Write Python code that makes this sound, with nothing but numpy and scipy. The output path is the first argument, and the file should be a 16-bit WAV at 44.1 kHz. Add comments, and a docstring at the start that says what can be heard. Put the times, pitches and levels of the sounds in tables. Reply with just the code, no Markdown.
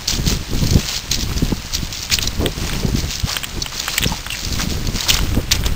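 """A windy shore of wet shingle and mud, with someone walking over it.
Each tread crunches grit and clacks shells and pebbles together; the mud slurps, pops, bubbles
and squeaks under the boots. Wind rumbles and thumps on the microphone over a faint wash of
distant air and water, and the sharpest cracks overload it."""
import sys
import numpy as np
from scipy import signal
from scipy.fft import rfft, irfft
from scipy.io import wavfile
from scipy.ndimage import uniform_filter1d

SR = 44100
rng = np.random.default_rng(int(sys.argv[2]) if len(sys.argv) > 2 else 0)


def unload_audio(sound):
    """Save the sound as a 16-bit wav file, at the path given as the first command line argument."""
    columns = np.transpose(np.atleast_2d(sound))
    # keep every value between -1 and 1, then stretch to whole-number steps
    steps = np.round(np.clip(columns, -1, 1) * 32767)
    wavfile.write(sys.argv[1], SR, steps.astype(np.int16))


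N = 253575
TIME = np.arange(N) / SR
GRID_HZ = np.fft.rfftfreq(512, 1 / SR)
SCRAPE_S = 0.003  # the faint scrape that leads into a clack or pop

# swells of wind over the microphone: start_s, length_s, rumble_db, flutter_db
WIND_SWELLS = [(0.13, 0.24, -20, -22.5), (0.514, 0.27, -17.5, -19), (1.109, .44, -20.5, -25.5),
               (1.714, 0.14, -23.5, -33), (2.103, 0.2, -23, -30), (2.371, .1, -19, -22),
               (2.569, 0.49, -23, -25), (3.203, 0.033, -39, -32), (3.543, 0.053, -23, -26.5),
               (4.009, 0.11, -23, -25), (4.461, 0.49, -21.5, -24), (5.098, 0.31, -17.5, -24),
               (5.495, 0.43, -17.5, -25.5)]
# a heel or sole pressing into the ground: start_s, rise_s, load_s, grit_db, mud_db
FOOTFALLS = [(0.082, .003, 0.078, -21.5, -33), (0.274, 0.018, 0.06, -21.5, -30),
             (0.58, 0.027, 0.25, -29.5, -39.5), (0.80, 0.019, 0.13, -30.5, -34.5),
             (0.89, .025, 0.085, -22.5, -33), (1.117, 0.0038, 0.034, -20.5, -46),
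             (1.20, 0.011, 0.03, -25, -46), (1.33, 0.039, 0.18, -35.5, -39.5),
             (1.74, 0.013, 0.024, -22.5, -51), (1.83, 0.0041, .01, -28.5, -48),
             (1.925, .006, 0.13, -29.5, -56), (2.117, 0.0038, 0.031, -20, -29),
             (2.221, 0.0073, 0.028, -24.5, -35), (2.62, 0.046, 0.19, -31.5, -32),
             (2.975, 0.014, 0.026, -24, -35), (3.118, 0.037, 0.048, -23.5, -40),
             (3.277, 0.015, 0.093, -26, -29.5), (3.753, 0.019, 0.11, -27.5, -35),
             (3.882, 0.0046, 0.11, -26, -29), (4.07, 0.023, .11, -29.5, -34.5),
             (4.33, 0.023, 0.26, -30, -39), (4.595, 0.011, 0.039, -24, -28),
             (4.70, 0.0086, 0.039, -27.5, -37), (4.955, .015, 0.22, -26.5, -31.5),
             (5.09, 0.012, 0.069, -23, -24), (5.2, .02, 0.071, -35.5, -33), (5.521, .003, .035, -24, -24.5),
             (5.655, .005, 0.007, -29.5, -24)]
# patches of shell giving way under a heel: start_s, length_s, level_db, hollow_hz, hollow_db
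HEEL_CRUSHES = [(0.076, 0.0091, -23, 3600, 5), (2.114, 0.029, -16.5, 2300, 10),
                (5.083, 0.018, -19.5, 3000, -10), (5.104, 0.0097, -11.5, 2740, 20),
                (5.515, 0.0122, -13, 1900, 15), (5.523, 0.01, -18.5, 2620, 11)]
# shells and pebbles knocking together: start_s, level_db, ring_hz
SHELL_KNOCKS = [(0.077, -20.5, 5040), (0.081, -17.5, 5160), (0.1062, -17.5, 5400), (0.2796, -17, 4800),
                (0.6713, -19, 5300), (0.7083, -16.5, 5040), (0.7428, -19.5, 5200), (0.9653, -17.5, 5130),
                (1.1164, -11, 4100), (1.145, -13.5, 4670), (1.3802, -20, 4800), (1.751, -12.5, 4540),
                (1.927, -22.5, 5300), (2.1382, -11, 5050), (2.1412, -11, 4640), (2.2274, -16, 5000),
                (2.2753, -12, 5030), (3.331, -17.5, 5000), (3.6252, -19.5, 5100), (3.8002, -15, 4660),
                (4.45, -19, 4800), (4.5257, -20, 4400), (4.8716, -19.5, 4840), (5.0075, -15, 5000),
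                (5.092, -11, 4940), (5.1434, -11.5, 5130), (5.5172, -9.5, 4300), (5.522, -9.5, 4300),
                (5.6635, -16.5, 4650)]
# single eddies thumping the microphone: centre_s, peak_db, pitch_hz
EDDIES = [(0.1996, -15, 172), (0.2781, -6.5, 115), (0.5363, -13, 229), (0.659, -9.5, 141),
          (0.7204, -4, 121), (0.7576, 1, 103), (0.7615, -3, 176), (1.425, -6.5, 240), (1.4326, -5.5, 145),
          (1.5296, -6.5, 140), (1.832, -14, 167), (2.402, -8, 98), (2.8530, -5, 150), (2.9427, -9.5, 134),
          (2.9513, -6, 189), (3.2421, -8, 65.6), (3.2496, -10, 135), (4.064, -7, 166), (4.675, -10.5, 140),
          (4.875, -12.5, 164), (5.3760, -4.5, 181)]
# the hardest gusts: start_s, length_s, level_db
HARD_GUSTS = [(0.753, 0.024, -23.5), (1.518, 0.014, -17), (2.388, 0.11, -20), (2.82, 0.053, -26),
              (4.054, 0.0111, -22.5), (5.361, 0.047, -23)]
# suction as a sole pulls at the mud: start_s, length_s, level_db, start_hz, end_hz
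SOLE_SLURPS = [(1.31, 0.012, -34.5, 1100, 1200), (3.271, 0.06, -34.5, 850, 1500),
               (3.713, 0.024, -36.5, 1310, 1100), (4.116, 0.035, -34, 1000, 900),
               (4.34, 0.023, -31, 2110, 2000), (4.589, 0.024, -27.5, 1400, 1250),
               (5.062, 0.016, -30, 1150, 1100), (5.133, 0.024, -32, 1250, 1600)]
# air pockets bursting in the mud: start_s, level_db, hollowness (0 to 1)
MUD_POPS = [(2.1016, -20, 0.9), (2.1869, -11, 0.74), (2.461, -12, 0.68), (2.696, -20, 0.9),
            (2.7334, -21, 0.6), (3.1996, -19, 0.06), (3.367, -12.5, 0.73), (3.4336, -19, 0.84),
            (3.4432, -17, 0.68), (3.662, -18, 0.95), (3.8808, -14, 0.9), (3.9804, -5.5, 0.39),
            (4.019, -20, 0.64), (4.0265, -14, 0.47), (4.0371, -11.5, 0.43), (4.0441, -12, 0.48),
            (4.265, -20, 1), (4.304, -20, 0.57), (5.101, -4.5, 0.22), (5.1044, -16, 0.4), (5.167, -17, 0.8),
            (5.1898, -16.5, 0.83), (5.3464, -22.5, 1.0), (5.511, -17, 1), (5.638, -21.5, 1.0)]
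# water squeezed from the mud: start_s, level_db, start_hz, end_hz, length_s, overtone_step_db
MUD_BUBBLES = [(3.620, -23, 4400, 4530, 0.017, -40), (3.621, -22, 6350, 5850, 0.0084, -40),
               (4.073, -21.5, 5500, 5540, .012, -40), (4.121, -25, 880, 920, 0.016, -30),
               (4.301, -30, 2850, 3060, 0.028, -14), (4.321, -28.5, 2740, 2730, 0.042, -8.5)]

# the tone colour of each layer: frequency_hz, gain_db
SHORE_EQ = [(30, -17), (200, -18), (600, -10), (1500, -8.5), (4000, -13), (8000, -24), (15500, -32)]  # distant air and water
RUMBLE_EQ = [(8, -5.5), (25, 0.5), (60, -2), (100, -6.5), (140, -19), (220, -64), (600, -47.5)]  # deep swings of wind pressure
FLUTTER_EQ = [(40, -4.5), (90, -3.5), (140, 4), (250, -5), (400, -12), (600, -22), (1000, -28.5),
              (2500, -49), (6000, -70)]  # wind flapping at the microphone port
GRIT_EQ = [(300, -45), (1000, -34.5), (2000, -9), (3000, -4), (4300, 1), (5500, -0.5), (6600, -1.5),
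           (8000, -9.5), (10000, -38.5), (15500, -13.5)]  # bright, dry crunch
MUD_EQ = [(150, -12), (500, 1), (1000, -0.5), (1700, -2), (2900, 1.5), (4200, -8.5), (6000, -20),
          (8000, -6.5), (15500, -18)]  # wet squelch
SHELL_EQ = [(300, -42), (1500, -9), (2800, -6), (3700, -1), (5000, -1), (6800, -1), (8200, -9.5),
            (10000, -26), (15500, -10)]  # hard clack
ROAR_EQ = [(120, -10), (300, 2.5), (420, 4), (600, -7), (900, -13), (1500, -23.5), (4000, -51)]  # low-mid roar of a gust
POP_EQ = [(200, -31), (700, -4), (1100, 1.5), (1600, 3.5), (2100, -3.5), (3300, 4.5), (4200, -22),
          (5600, -41), (6700, -22), (7900, -4.5), (10000, -21), (13800, -16), (15500, -18.5)]  # hollow pocket in the mud
# the microphone's response, with a treble notch from its port: frequency_hz, gain_db
MICROPHONE_EQ = [(20, 0.5), (7500, 0.5), (9000, 1.5), (10400, -5), (11800, -5.5), (13000, 3), (14300, 5.5),
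                 (15300, 5.5)]


def amp(db):
    """Decibels to gain."""
    return 10 ** (np.asarray(db) / 20)


def unit_rms(x):
    """Scales to rms 1."""
    return x / np.sqrt(np.mean(x ** 2) + 1e-20)


def eq_db(curve, hz=GRID_HZ):
    """Reads an EQ curve on a log-frequency axis."""
    curve_hz, db = np.transpose(curve)
    return np.interp(np.log(hz + 1), np.log(curve_hz + 1), db)


def add(mix, start_s, sound):
    """Mixes a sound in at start_s."""
    part = mix[max(round(start_s * SR), 0):][:len(sound)]
    part += sound[:len(part)]


def coloured(x, db):
    """Minimum-phase EQ with the gains db on the frequency grid."""
    cepstrum = irfft(np.log(amp(db)))
    half = len(db) - 1
    cepstrum[1:half] *= 2
    cepstrum[half + 1:] = 0
    impulse = irfft(np.exp(rfft(cepstrum)))
    return signal.fftconvolve(x, impulse)[:len(x)]


def noise(curve):
    """Steady noise of rms 1, shaped by an EQ curve."""
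    gain = amp(eq_db(curve, np.fft.rfftfreq(N, 1 / SR)))
    return unit_rms(irfft(rfft(rng.standard_normal(N)) * gain, N))


def levelled(x, span_s):
    """Rides the rms to about 1 over span_s, leaving faster detail alone."""
    size = int(span_s * SR) + 1
    power = uniform_filter1d(uniform_filter1d(x ** 2, size), size)
    return x / np.sqrt(abs(power) + 1e-9)


def ring(hz, width_hz):
    """A resonance peak of height 1 on the frequency grid."""
    return 1 / (1 + ((GRID_HZ - hz) / width_hz) ** 2)


def envelope(start_s, length_s, attack_s, release_s, first_db, last_db):
    """Rises towards start_s, slopes from first_db to last_db over length_s, then dies away."""
    t = TIME - start_s
    slope = amp(np.interp(t, [0, length_s], [first_db, last_db]))
    return slope * np.exp(np.minimum(t, 0) / attack_s - np.maximum(t - length_s, 0) / release_s)


def shore_wash():
    """A faint, steady bed of distant air and water."""
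    return amp(-40) * noise(SHORE_EQ)


def wind_strength(surge_db=3.5, surge_s=0.035, rumble_share=0.48):
    """Gains for rumble and flutter: swells on top of a light breeze, all surging at random."""
    rumble_power, flutter_power = amp(-34.5) ** 2, amp(-38.5) ** 2  # the breeze in the lulls
    for start_s, length_s, rumble_db, flutter_db in WIND_SWELLS:
        swell = envelope(start_s, length_s, attack_s=0.016, release_s=0.032, first_db=-3, last_db=0)
        rumble_power += (amp(rumble_db) * swell) ** 2
        flutter_power += (amp(flutter_db) * swell) ** 2
    drift = uniform_filter1d(rng.standard_normal(N), int(surge_s * SR) + 1)
    trend = uniform_filter1d(drift, int(2 * surge_s * SR) + 1)
    swing_db = surge_db * levelled(drift - trend, 0.18)
    rumble_gain = np.sqrt(rumble_power) * unit_rms(amp(rumble_share * swing_db))
    flutter_gain = np.sqrt(flutter_power) * unit_rms(amp(swing_db))
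    return rumble_gain, flutter_gain


def wind():
    """Turbulence at the microphone port: deep rumble, and lumps of flutter with each pressure swing."""
    rumble_gain, flutter_gain = wind_strength()
    pressure = levelled(noise(RUMBLE_EQ), 0.046)
    flutter = levelled(noise(FLUTTER_EQ) * (0.9 + abs(pressure)), 0.014)
    return rumble_gain * pressure + flutter_gain * flutter


def boot_load(shift_db=-35.5, seep_db=-39.5, onto_mud_s=5.35, onto_mud_db=-5.5, settle_s=0.024):
    """Gains for grit and mud as the boots press; between treads the ground still shifts and seeps."""
    # the stones shift less as the walker steps off the shingle onto mud
    on_mud = np.clip((TIME - onto_mud_s) / settle_s, 0, 1)
    grit_power, mud_power = amp(shift_db + onto_mud_db * on_mud) ** 2, amp(seep_db) ** 2
    for start_s, rise_s, load_s, grit_db, mud_db in FOOTFALLS:
        load = envelope(start_s, load_s, rise_s, settle_s, first_db=0, last_db=-2.5)
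        grit_power += (amp(grit_db) * load) ** 2
        mud_power += (amp(mud_db) * load) ** 2
    return np.sqrt(grit_power), np.sqrt(mud_power)


def grains(curve, per_s, spread_db, ring_db, wash, kinds=24):
    """Tiny contacts of uneven size, each kind with its own peak or notch, over a wash of finer ones."""
    out = np.zeros(N)
    for hz in np.geomspace(900, 7500, kinds):
        hit = rng.random(N) < per_s / kinds / SR
        polarity = rng.choice([-1, 1], hit.sum())
        size = np.minimum(rng.exponential(1, hit.sum()), 4)
        clicks = np.zeros(N)
        clicks[hit] = polarity * amp(spread_db * size)
        out += coloured(clicks, eq_db(curve) + ring_db * ring(hz, 260))
    return unit_rms(out) + wash * noise(curve)


def treads(grit_gain, mud_gain):
    """Grit grinds and mud squelches as the weight comes on and off."""
    grit = grains(GRIT_EQ, per_s=1000, spread_db=3.8, ring_db=12, wash=0.68)
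    mud = grains(MUD_EQ, per_s=700, spread_db=2, ring_db=13.5, wash=0.55)
    return grit_gain * levelled(grit, 0.05) + mud_gain * levelled(mud, 0.32)


def crushes():
    """Many shell edges break at once, coloured by the hollow of the wet heel print."""
    splinters = grains(GRIT_EQ, per_s=3500, spread_db=10.5, ring_db=-24, wash=0.71, kinds=8)
    splinters = levelled(splinters, 0.0036)
    out = np.zeros(N)
    for start_s, length_s, level_db, hollow_hz, hollow_db in HEEL_CRUSHES:
        crunch = splinters[round(start_s * SR):][:round(length_s * SR)]
        crunch = unit_rms(coloured(crunch, hollow_db * ring(hollow_hz, width_hz=520)))
        add(out, start_s, amp(level_db) * crunch * signal.windows.tukey(len(crunch), 0.2))
    return out


def crack(colour_db, contact_s, scatter, decay_s, scrape_db):
    """A faint scrape, a sharp snap and a short scattering tail; rms 1 over the attack."""
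    t = TIME[:1024] - SCRAPE_S
    scrape = amp(scrape_db) * np.exp(np.minimum(t, 0) / SCRAPE_S)
    tail = scatter * np.exp(-abs(t) / decay_s)
    burst = rfft(rng.standard_normal(len(t)) * np.exp(-((t - contact_s) / contact_s) ** 2))
    snap = irfft(burst / (abs(burst) + 1e-9))  # equally strong at every pitch
    debris = np.where(t < 0, scrape, tail) * rng.standard_normal(len(t))
    sound = coloured(snap + debris, colour_db)
    onset = round(SCRAPE_S * SR)
    return sound / np.sqrt(np.mean(sound[onset:2 * onset] ** 2))


def shells(grit_gain, loose_per_s=14, loose_above_grit_db=5, loose_hz=5000):
    """Shells clack with three rings each; loose ones tip at random, as hard as the grit is pressed."""
    out = np.zeros(N)
    tipped = np.flatnonzero(rng.random(N) < loose_per_s / SR)
    loose = [(i / SR, 20 * np.log10(grit_gain[i]) + loose_above_grit_db, loose_hz) for i in tipped]
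    knocks = list(SHELL_KNOCKS) + loose
    for (start_s, level_db, ring_hz), (low, high) in zip(knocks, rng.random((len(knocks), 2))):
        side_rings = ring(3500 + 1200 * low, 200) + ring(5500 + 1800 * high, 220)
        colour_db = eq_db(SHELL_EQ) + 7 * ring(ring_hz, 580) + 10 * side_rings
        clack = crack(colour_db, contact_s=0.00041, scatter=0.088, decay_s=0.0044, scrape_db=-22)
        add(out, start_s - SCRAPE_S, amp(level_db) * clack)
    return out


def buffets():
    """An eddy thumps the microphone: one push of pressure with suction before and after."""
    out, t = np.zeros(N), np.arange(-900, 900) / SR
    for centre_s, peak_db, pitch_hz in EDDIES:
        spread = (np.pi * pitch_hz * t) ** 2
        add(out, centre_s + t[0], amp(peak_db) * (1 - 2 * spread) * np.exp(-spread))
    return out


def gusts():
    """The hardest gusts break into smaller eddies and roar higher."""
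    out, roar = np.zeros(N), levelled(noise(ROAR_EQ), 0.01)
    for start_s, length_s, level_db in HARD_GUSTS:
        blast = roar[round(start_s * SR):][:round(length_s * SR)]
        add(out, start_s, amp(level_db) * blast * signal.windows.tukey(len(blast), 0.5))
    return out


def slurps(width_hz=650, tears_per_s=700):
    """Tearing films of water excite a cavity whose pitch slides as it changes size."""
    out, pole = np.zeros(N), np.exp(-np.pi * width_hz / SR)
    for start_s, length_s, level_db, start_hz, end_hz in SOLE_SLURPS:
        n = round(length_s * SR)
        tearing = rng.standard_normal(n) * (0.066 + (rng.random(n) < tears_per_s / SR))
        glide = np.exp(2j * np.pi * np.cumsum(np.linspace(start_hz, end_hz, n)) / SR)
        # shift down, low-pass, shift back: a resonance that rides the glide
        cavity = (glide * signal.lfilter([1], [1, -2 * pole, pole ** 2], tearing / glide)).real
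        add(out, start_s, amp(level_db) * unit_rms(cavity * signal.windows.tukey(n, 0.5)))
    return out


def pops():
    """Hollow air pockets burst with the mud's resonances; shallow ones sound more like grit."""
    out = np.zeros(N)
    sizes = np.exp(0.066 * rng.standard_normal(len(MUD_POPS)))  # bigger pockets ring lower
    for (start_s, level_db, hollowness), size in zip(MUD_POPS, sizes):
        colour_db = hollowness * eq_db(POP_EQ, GRID_HZ * size) + (1 - hollowness) * eq_db(GRIT_EQ)
        pop = crack(colour_db, contact_s=0.000093, scatter=0.15, decay_s=0.0032, scrape_db=-35)
        add(out, start_s - SCRAPE_S, amp(level_db) * pop)
    return out


def bubbles():
    """Water squeezed from the mud bubbles and squeaks: short wavering tones with odd overtones."""
    out = np.zeros(N)
    for start_s, level_db, start_hz, end_hz, length_s, overtone_step_db in MUD_BUBBLES:
        progress = np.linspace(0, 1, round(length_s * SR))
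        waver = 0.04 * unit_rms(uniform_filter1d(rng.standard_normal(len(progress)), size=30))
        pitch_hz = (start_hz + (end_hz - start_hz) * progress) * (1 + waver)
        phase = 2 * np.pi * np.cumsum(pitch_hz) / SR
        tone = sum(amp(overtone_step_db * k) * np.sin((2 * k + 1) * phase) for k in range(3))
        attack = 1 - np.exp(-progress / 0.024)
        fade = np.exp(-1.2 * progress) * (1 - progress)
        add(out, start_s, amp(level_db) * unit_rms(attack * fade * tone))
    return out


def scene():
    """Wind and boots in mono, out on open flats with no echo."""
    air = wind() + buffets() + gusts() + shore_wash()
    grit_gain, mud_gain = boot_load()
    boots = treads(grit_gain, mud_gain) + crushes() + pops() + slurps() + bubbles() + shells(grit_gain)
    return (air + boots)[None]


def record(dry):
    """The microphone colours the mix, overloads on the sharpest peaks and cuts the top treble."""
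    overloaded = np.clip(coloured(dry[0], eq_db(MICROPHONE_EQ)), -1, 1)
    high_cut = signal.firwin(511, cutoff=15620, window=("kaiser", 8), fs=SR)
    return signal.oaconvolve(overloaded, high_cut, "same")[None]


dry = scene()
out = record(dry)
unload_audio(out)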